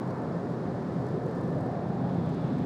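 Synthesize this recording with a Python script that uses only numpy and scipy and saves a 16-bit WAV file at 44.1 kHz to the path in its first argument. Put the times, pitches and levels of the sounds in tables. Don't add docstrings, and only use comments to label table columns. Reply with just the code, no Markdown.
import sys
import numpy as np
from scipy import signal
from scipy.fft import rfft, irfft, next_fast_len
from scipy.io import wavfile
from scipy.ndimage import map_coordinates

SR = 44100
rng = np.random.default_rng(int(sys.argv[2]) if len(sys.argv) > 2 else 0)


def generate_wav(sig):
    pcm = np.round(np.clip(np.atleast_2d(sig).T, -1, 1) * 32767).astype(np.int16)
    wavfile.write(sys.argv[1], SR, pcm)


N = 116865


def amp(db):
    return 10 ** (np.asarray(db) / 20)


def unit(x):
    return x / np.sqrt(np.mean(x ** 2) + 1e-20)


def curve(rows):
    times, values = np.transpose(rows)
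    return np.interp(np.arange(N) / SR, times, values)


def wobble(rate):
    knots = rng.standard_normal(size=1024)
    return map_coordinates(knots, [np.arange(N) * rate / SR], mode="wrap")


def noise(response):
    m = next_fast_len(N + 8192)
    spectrum = rfft(rng.standard_normal(m))
    gain = response(np.fft.rfftfreq(m, 1 / SR))
    return unit(irfft(spectrum * gain, m)[:N])


def rush(spectrum):
    hz, db = np.transpose(spectrum)
    return noise(lambda f: amp(np.interp(np.log(f + 1), np.log(hz), db)))


def ringing(hz, width_hz):
    def response(f):
        damping = (2 * f * width_hz) ** 2
        return damping / ((f ** 2 - hz ** 2) ** 2 + damping)
    return noise(response)


# (frequency [Hz], density [dB per Hz])
BOOM_SPECTRUM = [(20, -42.5), (42, -36), (64, -18.5), (85, -14.5), (105, -7), (130, -.5), (150, -3),
                 (168, .5), (220, -4.5), (290, -11), (420, -24.5), (900, -77.5)]
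# (time [s], level [dB])
BOOM_LEVEL_CURVE = [(0, -38), (.1, -36), (.21, -39), (.32, -35), (.5, -35.3), (.78, -36), (1.02, -33),
                    (1.33, -35.5), (1.43, -32.3), (1.66, -32), (1.75, -34), (1.88, -32.5), (2.22, -31),
                    (2.4, -33), (2.65, -32)]
# (frequency [Hz], relative level [dB])
CABIN_MODES = [(130, -2), (167, 0)]
# (time [s], level [dB])
DRONE_LEVEL_CURVE = [(0, -44), (.4, -40), (1.3, -41), (1.5, -40), (1.8, -38), (2.15, -34.5), (2.65, -38)]
DRONE_WANDER_HZ, DRONE_WAVER_DB = 8, 1.5


def road():
    drone = 0
    for hz, db in CABIN_MODES:
        pitch = hz + DRONE_WANDER_HZ * wobble(18)
        phase = 2 * np.pi * np.cumsum(pitch) / SR
        drone = drone + amp(db + DRONE_WAVER_DB * wobble(11)) * np.sin(phase)
    boom = amp(curve(BOOM_LEVEL_CURVE)) * rush(BOOM_SPECTRUM)
    return boom + amp(curve(DRONE_LEVEL_CURVE)) * unit(drone)


# (frequency [Hz], density [dB per Hz])
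ROAR_SPECTRUM = [(40, -59), (100, -19.5), (250, -2), (370, -0.5), (520, -4), (740, -9), (1000, -13),
                 (1300, -17.5), (1600, -22), (1850, -26), (2200, -32.5), (2800, -50), (5000, -77.5)]
# (frequency [Hz], half-width [Hz], level [dB])
TYRE_RESONANCES = [(380, 26, -49), (585.6, 13, -54), (717, 18, -52)]
# (time [s], level [dB])
TREAD_LEVEL_CURVE = [(0, -62.5), (1.1, -63.5), (1.5, -58), (1.85, -65.5), (2.65, -66.5)]
TREAD_HZ, TREAD_WIDTH_HZ = 1750, 49
ROAR_DB = -36.5


def tyres():
    roar = amp(ROAR_DB + 0.17 * wobble(8.8)) * rush(ROAR_SPECTRUM)
    rings = sum(amp(db) * ringing(hz, width) for hz, width, db in TYRE_RESONANCES)
    whine = amp(curve(TREAD_LEVEL_CURVE)) * ringing(TREAD_HZ, TREAD_WIDTH_HZ)
    return roar + rings + whine


# (time [s], centre [Hz], level [dB])
SURGE_PATH = [(0, 400, -60), (.95, 400, -54), (1.1, 400, -39), (1.28, 460, -38.5), (1.4, 460, -44),
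              (1.52, 500, -39.5), (1.61, 680, -40), (1.78, 690, -42), (1.92, 720, -45.5),
              (2.09, 770, -41.5), (2.2, 800, -52), (2.65, 800, -60)]
SURGE_WIDTH_HZ = 115
# (time [s], level [dB])
CORNER_LEVEL_CURVE = [(0, -45), (1.1, -45), (2, -49), (2.25, -39), (2.38, -41.5), (2.53, -32),
                      (2.65, -38.5)]
CORNER_HZ, CORNER_WIDTH_HZ = 252.6, 34


def standing_waves():
    times, centre_hz, level_db = np.transpose(SURGE_PATH)
    phase = 2 * np.pi * np.cumsum(curve(np.c_[times, centre_hz])) / SR

    def lowpass(f):
        return 1 / (1 + (f / SURGE_WIDTH_HZ) ** 4)

    surge = unit(noise(lowpass) * np.cos(phase) + noise(lowpass) * np.sin(phase))
    corner = amp(curve(CORNER_LEVEL_CURVE)) * ringing(CORNER_HZ, CORNER_WIDTH_HZ)
    return amp(curve(np.c_[times, level_db])) * surge + corner


# (frequency [Hz], density [dB per Hz])
HISS_SPECTRUM = [(900, -18), (2200, 2.5), (3000, 0), (4100, 1.5), (5100, -1), (6000, -6.5), (7200, -8.5),
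                 (10000, -16.5), (13500, -27), (15500, -35)]
# (time [s], level [dB])
HISS_LEVEL_CURVE = [(0, -63), (1.2, -63), (1.8, -64.5), (2.65, -64)]
# (frequency [Hz], density [dB per Hz])
SEAL_SPECTRUM = [(1200, -20), (2300, 1.5), (2900, -3), (3600, 2.5), (4200, -4.5), (5200, -11.5),
                 (9000, -38)]
# (time [s], level [dB])
SEAL_LEVEL_CURVE = [(0, -90), (1.65, -70.5), (2.05, -65.5), (2.35, -61.5), (2.65, -62.5)]


def wind():
    hiss = amp(curve(HISS_LEVEL_CURVE) + 0.39 * wobble(12)) * rush(HISS_SPECTRUM)
    seal = amp(curve(SEAL_LEVEL_CURVE) + 0.6 * wobble(5.3)) * rush(SEAL_SPECTRUM)
    return hiss + seal


# (frequency [Hz], density [dB per Hz])
ONCOMING_SPECTRUM = [(200, -22), (450, -0.5), (750, 0.5), (1000, -1), (1220, -5), (1550, -14),
                     (2300, -29.5), (4000, -54)]
PASS_S, PASS_WIDTH_S, PASS_DB = 0.1, 0.21, -42


def oncoming():
    t = np.arange(N) / SR
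    swell = 1 / (1 + ((t - PASS_S) / PASS_WIDTH_S) ** 2)
    return amp(PASS_DB) * swell * rush(ONCOMING_SPECTRUM)


# (time [s], puff level [dB], ring level [dB])
TICK_EVENTS = [(.106, -64, -60), (.325, -71, -78), (.505, -69, -71), (.524, -67, -70), (1.042, -68, -72),
               (1.067, -63.5, -69), (1.088, -64, -66), (1.112, -68, -68), (1.235, -69, -76),
               (1.261, -62, -68), (1.285, -68, -76), (1.313, -65, -75), (1.36, -65.5, -76),
               (1.383, -67, -75), (1.411, -63, -68), (1.436, -66, -70), (1.477, -67, -76),
               (1.505, -66, -76), (1.553, -68, -76), (1.608, -63, -73), (1.63, -69, -76),
               (1.661, -65.5, -66), (1.718, -69, -76), (1.95, -69, -73), (2.293, -65, -70),
               (2.345, -65, -67), (2.586, -64, -63)]
# (frequency [Hz], density [dB per Hz])
TICK_SPECTRUM = [(1500, -15), (4000, 0), (8000, 1.5), (11000, -4), (13500, -9), (15000, -22)]
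TICK_ATTACK_S, TICK_DECAY_S = .002, .005
TICK_RING_HZ, TICK_RING_WIDTH_HZ = 4370, 600
# (time [s], level [dB])
RUSTLE_LEVEL_CURVE = [(0, -78), (.4, -83.5), (.95, -83.5), (1.08, -76), (1.45, -80), (1.7, -80), (1.8, -84),
                      (2.2, -80.5), (2.32, -78), (2.65, -83)]
RUSTLE_SCATTER_DB = 8.5
RUSTLE_KNOTS_PER_S = 150


def handling():
    t = np.arange(N) / SR
    onsets, puff_db, ring_db = np.transpose(TICK_EVENTS)
    age = t - onsets[:, None]
    shapes = np.exp(-np.maximum(-age / TICK_ATTACK_S, age / TICK_DECAY_S))
    scatter = np.tanh(wobble(RUSTLE_KNOTS_PER_S) - 1)
    grains = unit(amp(RUSTLE_SCATTER_DB * scatter))
    puff_gain = amp(puff_db) @ shapes
    rustle_gain = amp(curve(RUSTLE_LEVEL_CURVE)) * grains
    puffs = np.hypot(puff_gain, rustle_gain) * rush(TICK_SPECTRUM)
    rings = amp(ring_db) @ shapes * ringing(TICK_RING_HZ, TICK_RING_WIDTH_HZ)
    return puffs + rings


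def scene():
    return (road() + tyres() + standing_waves() + wind() + oncoming() + handling())[None]


TOP_HZ = 15600


def record(dry):
    return signal.sosfilt(signal.butter(16, TOP_HZ, fs=SR, output="sos"), dry)


dry = scene()
out = record(dry)
generate_wav(out)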